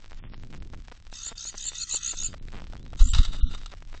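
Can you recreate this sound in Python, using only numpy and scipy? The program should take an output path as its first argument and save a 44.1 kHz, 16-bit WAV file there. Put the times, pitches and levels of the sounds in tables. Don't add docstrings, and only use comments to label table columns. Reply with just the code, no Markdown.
import sys
import numpy as np
from scipy import signal
from scipy.fft import rfft, irfft
from scipy.io import wavfile

SR = 44100
rng = np.random.default_rng(int(sys.argv[2]) if len(sys.argv) > 2 else 0)


def volts(x):
    e = np.asarray(x, float) / 20
    return 10 ** e


def dump(signal):
    limited = np.clip(np.atleast_2d(signal).T, -1, 1)
    pcm = np.round(limited * 32767).astype(np.int16)
    wavfile.write(sys.argv[1], SR, pcm)


N = 176400

# (time [s], level [dB])
DRAUGHT = [
    (0, -45.5),
    (.2, -37.5),
    (.8, -37),
    (0.951, -45),
    (1.9, -43),
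    (2.301, -38),
    (2.899, -37),
    (3.499, -32.5),
    (3.7, -39),
    (4, -41),
]


def rms_one(x):
    return x / np.sqrt(np.mean(x ** 2) + 1e-20)


def butter(x, hz, kind, order=2):
    return signal.sosfilt(signal.butter(order, hz, kind, fs=SR, output="sos"), x)


def drift(hz):
    return rms_one(butter(rng.standard_normal(N + SR), hz, "low")[SR:])


def coloured(spectrum):
    hz, db = np.transpose(spectrum)
    f = np.maximum(np.arange(N // 2 + 1) * SR / N, 1)
    shape = volts(np.interp(np.log(f), np.log(hz), db))
    return rms_one(irfft(rfft(rng.standard_normal(N)) * shape, N))


def gate(t, start, end, rise, fall):
    return np.clip((t - start) / rise, 0, 1) * np.exp(-np.maximum(t - end, 0) / fall)


def phase(hz):
    return 2 * np.pi * np.cumsum(hz) / SR


def churrs(t):
    # (first beat [s], end [s], peak [dB], top pitch [Hz], swell [dB])
    calls = [
        (1.134, 1.29, -25, 7250, 22.5),
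        (1.373, 1.498, -27.5, 7020, 8.5),
        (1.572, 1.692, -23.5, 7400, 12.5),
        (1.746, 1.838, -24, 7170, 9),
        (1.889, 1.969, -19, 7360, 4),
        (2.026, 2.118, -22, 7150, -0.5),
        (2.165, 2.273, -25.5, 7237, -3),
        (2.989, 3.117, -29.5, 7710, 5.5),
    ]
    # (lower voice [dB], fading middle voice [dB])
    side_voices = [
        (-2.5, -7.5),
        (-0.5, -1),
        (1, -12.5),
        (4.5, -27.5),
        (-4, -29.5),
        (-4, -17),
        (-5, -7.5),
        (-41, -15),
    ]
    trill_hz, trill_depth, beat_sharpness = 65.04, .9, 1.3
    merge_s = .045
    low_rest_hz, low_top_hz, low_jump_s = 3730, 4418, .05
    low_waver_hz, low_roughness, uneven_db = 70, .5, 1.8
    lead_s = 0.021
    out, clock = np.zeros(N), t
    chance = np.array([drift(150), drift(201.3), drift(350), drift(330), drift(30), drift(25), rasp_air()])
    for (start, end, peak_db, top_hz, swell_db), (low_db, middle_db) in zip(calls, side_voices):
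        near = (clock > start - .1) & (clock < end + .2)
        t = clock[near]
        waver, waver_low, rough, rough_low, uneven, uneven_low, rasp = chance[:, near]
        left = np.clip(end - t, 0, end - start)
        db = peak_db - swell_db * left / (end - start)

        cycle = trill_hz * (t - start) + .06 * uneven
        apart = np.clip(.45 + .5 * left / merge_s, 0, 1)
        depth = trill_depth * apart

        def beat(lag):
            pulse = .5 - .5 * np.cos(2 * np.pi * (cycle - lag))
            return 1 - depth + depth * pulse ** beat_sharpness

        sweep = np.sin(2 * np.pi * cycle) * 270 * apart - 500 * np.clip(1 - left / 0.0052, 0, 1)
        climb = np.maximum(top_hz - 9600 * left, 6300)
        upper = phase(climb + sweep + 90 * waver)
        jump = (low_top_hz - low_rest_hz) * np.clip(1.4 - left / low_jump_s, 0, 1)
        lower = phase(low_rest_hz + jump + 0.4 * sweep + low_waver_hz * waver_low)

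        difference = volts(-21) * np.sin(upper - lower)
        octave = volts(-11) * 2 * (1.2 - apart) * np.sin(2 * lower)
        upper_force = beat(0) * volts(uneven_db * uneven) * (1 + .35 * rough)
        lower_level = volts(-13 + low_db + uneven_db * uneven_low - 1.7 * (apart - 1.36))
        lower_force = lower_level * beat(0.38) * (1 + low_roughness * rough_low)
        tones = upper_force * (np.sin(upper) + difference + octave) + lower_force * np.sin(lower)
        out[near] += volts(db + 3.5) * gate(t, start - .01, end, 0.051, .003) * tones

        middle = np.sin(phase(5240 + sweep + 3 * low_waver_hz * uneven_low))
        middle_gate = gate(t, start, min(start + 0.065, end), 0.0033, 0.037)
        out[near] += volts(peak_db + middle_db) * middle_gate * beat(0) * (1 + low_roughness * rough) * middle

        pulsing = np.where(t < start, volts(-1), 1.33 + beat(0))
        air_gate = gate(t, start - lead_s, end, 0.0035, 0.024) * pulsing
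        out[near] += volts(peak_db - 19.5 + 0.11 * (db - peak_db)) * air_gate * rasp
    return out


def rasp_air():
    # (frequency [Hz], density [dB per Hz])
    breath = [
        (530, -65.5),
        (900, -30),
        (1430, -19.5),
        (2400, -18.5),
        (3570, -6),
        (4410, -7.5),
        (6680, 0),
        (9000, -10),
        (11700, -56),
        (19800, -120),
    ]
    return lined(patchy(coloured(breath)))


def patchy(noise):
    patch_hz, patch_db = 260, 10
    spectrum = rfft(noise)
    band = (np.arange(N // 2 + 1) * SR / N / patch_hz).astype(int)
    return rms_one(sum(volts(patch_db * np.minimum(drift(5), .3)) * irfft(spectrum * (band == k), N)
                       for k in range(2, 36)))


def lined(x):
    # (frequency [Hz], width [Hz], level [dB])
    box_lines = [
        (1150, 120, 2.5),
        (1388, 90, 12),
        (1960, 46, 10.5),
        (2584, 37, 16.5),
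        (2850, 24, 8),
        (3167, 41, 3.5),
        (3640, 69, 3.5),
        (4340, 110, 0),
        (5070, 90, 0.5),
        (5880, 110, 4),
    ]
    return rms_one(x + sum(volts(db) * signal.lfilter(*signal.iirpeak(hz, hz / width, SR), x)
                           for hz, width, db in box_lines))


def catches(t):
    # (start [s], from pitch [Hz], level [dB])
    chips = [
        (1.142, 6800, -48),
        (1.377, 7380, -34.5),
        (1.578, 7400, -24.5),
        (1.752, 7400, -29),
        (1.894, 8200, -26.5),
        (2.031, 7600, -42.5),
        (2.171, 7400, -29.5),
    ]
    chip_s, fall_hz_per_s = 0.0055, 420000
    out = np.zeros(N)
    for s, hz, db in chips:
        falling = np.sin(2 * np.pi * (hz - fall_hz_per_s / 2 * (t - s)) * (t - s))
        out += volts(db) * gate(t, s, s + chip_s, 0.0013, .0015) * falling
    return out


def box(x):
    t60_s, echo_db = .015, -10
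    out = x.copy()
    for delay in (.0011, .0017, .0023, .0031):
        lag = int(delay * SR)
        feedback = np.r_[1, np.zeros(lag - 1), -volts(-60 * delay / t60_s)]
        out += volts(echo_db) * signal.lfilter(np.r_[np.zeros(lag), 1], feedback, x) / 2
    return out


def scrabble(t):
    # (time [s], level [dB])
    scrabbling = [(2.959, -70.5), (3.001, -39), (3.12, -52), (3.16, -32.5), (3.27, -36), (3.309, -48),
                  (3.35, -39.5), (3.39, -49), (3.5, -43), (3.58, -54.5), (3.721, -55)]
    # (time [s], peak [dB])
    knocks = [(3.1351, -12.5), (3.148, -12), (3.181, -33.5), (3.231, -30.5), (3.2497, -24), (3.2804, -52),
              (3.3486, -43), (3.4092, -34), (3.5306, -35), (3.5474, -30), (3.6136, -50), (3.6601, -22.5)]
    grains_per_s, knock_s = 1400, .0026
    clicks = (rng.random(N) < grains_per_s / SR) * rng.choice([-1, 1], N)
    grains = rms_one(clicks + .5 * rng.standard_normal(N))
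    s, db = np.transpose(scrabbling)
    force = volts(np.interp(t, s, db, -120, -120) + 4.1 * drift(41))
    for s, db in knocks:
        force += volts(db - 7.5) * gate(t, s - .001, s + 0.0018, 1 / 1000, knock_s)
    return boards(force * grains + 1e-18) / np.std(boards(grains))


def boards(x):
    # (frequency [Hz], width [Hz], level [dB])
    modes = [
        (1395, 48, -7),
        (2020, 23, -22),
        (2860, 280, -11.5),
        (3340, 90, -6.5),
        (3733, 127, -0.5),
        (4150, 42, -5.5),
        (4870, 420, -7),
        (6000, 190, -13),
        (8100, 110, -31.5),
    ]
    widen = 1.3
    out = volts(-17.5) * butter(x, [900, 8500], "band")
    for k, (hz, width, db) in enumerate(modes):
        out += volts(db) * (-1) ** k * signal.lfilter(*signal.iirpeak(hz, hz / (widen * width), SR), x)
    return out


def wings(t):
    # (time [s], pressure [full scale], length [ms])
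    strokes = [(2.955, 0.03, 3.7), (3.016, 0.8, 5.1), (3.028, -0.58, 6.8), (3.056, 0.22, 3),
               (3.083, .08, 3.2), (3.103, 0.24, 6), (3.138, 0.24, 2.6), (3.159, 0.28, 4),
               (3.168, 0.14, 1.58), (3.194, -0.66, 2.8), (3.21, 0.39, 6), (3.286, 0.21, 6.8),
               (3.438, -0.51, 3.72), (3.49, 0.014, 18), (3.539, 0.04, 5.6)]
    push = sum(p * np.exp(-.5 * ((t - s) * 1000 / ms) ** 2) for s, p, ms in strokes)
    return butter(push, 4, "high", order=1)


def booms(t):
    # (start [s], end [s], level [dB])
    swells = [
        (3.041, 3.077, -37),
        (3.184, 3.205, -28.5),
        (3.438, 3.469, -40),
    ]
    return np.sin(2 * np.pi * 242 * t) * sum(volts(db) * gate(t, a, b, 0.026, 0.0075) for a, b, db in swells)


def radio(t):
    # (time [s], length [ms])
    packets_early = [(0.044, 0.145), (0.0605, 0.09), (0.1104, 0.089), (0.1189, 0.307), (0.131, 0.176),
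                     (0.2394, 0.214), (0.2522, 0.09), (0.3365, 0.292), (0.3429, 0.129), (0.3439, 0.176),
                     (0.4353, 0.194), (0.5282, 0.155), (0.5358, 0.184), (0.5483, 0.227), (0.6239, 0.17),
                     (0.7353, 0.402), (0.7389, 0.274), (0.7455, 0.21), (0.8826, 0.104), (0.8838, 0.251),
                     (0.9159, 0.162), (0.92, 0.427), (0.9221, 0.096), (0.9241, 0.293), (1.0684, 0.109),
                     (1.1273, 0.402), (1.1286, 0.136), (1.2674, 0.161), (1.2925, 0.102), (1.312, 0.129),
                     (1.3224, 0.374), (1.3268, 0.252), (1.4533, 0.205), (1.5291, 0.087), (1.5413, 0.11),
                     (1.5441, 0.414), (1.549, 0.299), (1.5527, 0.127), (1.6537, 0.119), (1.7183, 0.156),
                     (1.7204, 0.156), (1.935, 0.119), (2.13, 0.154), (2.1339, 0.093)]
    packets_late = [(2.1392, 0.313), (2.1432, 0.153), (2.2031, 0.094), (2.2266, 0.147), (2.3307, 0.146),
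                    (2.3313, 0.185), (2.3432, 0.428), (2.3463, 0.121), (2.4845, 0.134), (2.485, 0.178),
                    (2.5206, 0.088), (2.5295, 0.204), (2.5371, 0.361), (2.5439, 0.157), (2.5539, 0.157),
                    (2.5669, 0.142), (2.571, 0.148), (2.5774, 0.202), (2.5837, 0.172), (2.5884, 0.208),
                    (2.6041, 0.136), (2.6417, 0.121), (2.6697, 0.128), (2.725, 0.108), (2.7674, 0.098),
                    (2.8637, 0.136), (2.938, 0.171), (2.958, 0.087), (3.3323, 0.187), (3.3369, 0.169),
                    (3.5389, 0.202), (3.5409, 0.1), (3.5431, 0.159), (3.6153, 0.124), (3.6343, 0.11),
                    (3.718, 0.091), (3.7218, 0.126), (3.7269, 0.148), (3.8239, 0.224), (3.9297, 0.183),
                    (3.9419, 0.167), (3.946, 0.271), (3.9491, 0.288), (3.9767, 0.088)]
    random_length = [.5427, 1.318, 1.7333, 1.94, 1.9452, 1.9466, 1.9488, 2.1362, 2.3397, 2.3413, 2.3447, 2.5466,
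                     2.5564, 2.5983, 2.62, 2.7341, 2.7355, 2.754, 2.9321, 2.9336, 3.3451, 3.35, 3.551, 3.732,
                     3.7374, 3.739]
    poll_s, poll_jitter_s, poll_ms = .025, .002, 0.036
    polls = np.arange(0, t[-1], poll_s)
    polls = polls + poll_jitter_s * (.5 + rng.standard_normal(len(polls)))
    rows = [(s, rng.uniform(0.13, 0.52)) for s in random_length] + list(packets_early) + list(packets_late)
    rows += [(s, poll_ms) for s in polls]
    out = np.zeros(N)
    for s, ms in rows:
        near = slice(max(int(s * SR) - 40, 0), int(s * SR) + 40)
        out[near] += np.clip(ms * SR / 2000 + .5 - np.abs(t[near] - s) * SR, 0, 1)
    return volts(-32.5) * out


def rumble(t):
    # (frequency [Hz], density [dB per Hz])
    turbulence = [
        (8.8, -28),
        (15, 10),
        (41, -6),
        (77, -13),
        (141, -22),
        (350, -36),
        (460, -56.5),
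        (770, -120),
    ]
    return volts(np.interp(t, *np.transpose(DRAUGHT))) * coloured(turbulence)


def gusts(t):
    # (start [s], end [s], level [dB])
    blows = [
        (0.182, 0.793, -48),
        (2.163, 2.97, -47),
        (3.061, 3.542, -46),
    ]
    buffets_per_s, rise_hz, fall_hz = 100, 300, 35.7
    count = np.floor(np.cumsum(buffets_per_s * volts(3.5 * drift(40))) / SR)
    kicks = np.diff(count, prepend=0) * rng.uniform(0.067, 1, N)
    buffet = butter(butter(kicks, fall_hz, "low", order=1), rise_hz, "low")
    buffet = rms_one(butter(buffet, 45, "high", order=1))
    return buffet * sum(volts(db) * gate(t, a, b, 0.041, 0.0077) for a, b, db in blows)


def hiss(t):
    swing_db = np.interp(t, *np.transpose(DRAUGHT)) + 41
    level = volts(-65.5 + 0.2 * np.minimum(swing_db, 3.0) + 4.7 * drift(19))
    return level * rms_one(butter(rng.standard_normal(N), [476, 6000], "band", order=1))


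def far_whistles(t):
    # (start [s], end [s], from [Hz], to [Hz], level [dB])
    whistles = [
        (2.762, 2.815, 3100, 3600, -67),
        (2.824, 2.853, 3820, 4200, -64),
        (2.86, 2.92, 3760, 3780, -67),
        (3.935, 4, 3780, 3781, -63),
    ]
    out = np.zeros(N)
    for a, b, from_hz, to_hz, db in whistles:
        glide = np.interp(t, [a, b], [from_hz, to_hz])
        out += volts(db) * gate(t, a, b, 0.0046, .006) * np.sin(phase(glide))
    return out


def housing(x):
    for hz in (2400, 5280):
        x = x - 0.73 * signal.lfilter(*signal.iirpeak(hz, 2.9, SR), x)
    return x


def scene():
    t = np.arange(N) / SR
    bird = box(churrs(t) + catches(t))
    port = wings(t) + booms(t) + rumble(t) + gusts(t)
    return (housing(bird + scrabble(t)) + port + radio(t) + hiss(t) + far_whistles(t))[None]


def band_dropouts(x):
    # (start [s], end [s], low [Hz], high [Hz])
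    dropouts = [(.12, .19, 7500, 9500), (.19, .288, 3600, 9500), (.288, .36, 5600, 9500),
                (.36, .42, 7000, 9500), (.585, .608, 5600, 9500), (1.29, 1.33, 5800, 6400),
                (1.29, 1.33, 7900, 8200), (1.344, 1.352, 1800, 9500), (1.6, 1.7, 5250, 5450),
                (1.8, 1.89, 350, 1100), (1.8, 2.14, 4980, 5150), (1.9, 2.1, 5500, 5650),
                (1.995, 2.085, 350, 1100), (2.17, 2.3, 3250, 3420), (2.25, 2.3, 5200, 6000),
                (2.38, 2.415, 4000, 9500), (3.02, 3.122, 330, 1050), (3.0, 3.122, 2100, 2600),
                (3.0, 3.122, 1550, 1850), (3.085, 3.122, 1050, 1550), (3.085, 3.122, 1850, 2100),
                (3.0, 3.08, 3500, 3800), (3.0, 3.12, 5200, 5550), (3.08, 3.12, 6100, 6900),
                (3.19, 3.24, 2200, 2600), (3.2, 3.24, 330, 1050), (3.27, 3.57, 5150, 5550),
                (3.4, 3.49, 330, 1100), (3.4, 3.495, 1600, 2800), (3.4, 3.495, 4200, 5150),
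                (3.4, 3.49, 6200, 9500), (3.4, 3.425, 5550, 6200)]
    t, f, spectrum = np.arange(N) / SR, np.arange(N // 2 + 1) * SR / N, rfft(x)
    return x - sum(gate(t, a, b, .006, .003) * irfft(spectrum * ((f > low) & (f < high)), N)
                   for a, b, low, high in dropouts)


def band_limit(x):
    return signal.sosfilt(signal.butter(12, 9230, fs=SR, output="sos"), x)


def record(dry):
    cutoff_hz = 9450
    soft = butter(band_dropouts(dry), 6290, "low")
    steep = signal.cheby2(10, 60, cutoff_hz + 700, fs=SR, output="sos")
    return band_limit(signal.sosfiltfilt(steep, soft))


dry = scene()
out = record(dry)
dump(out)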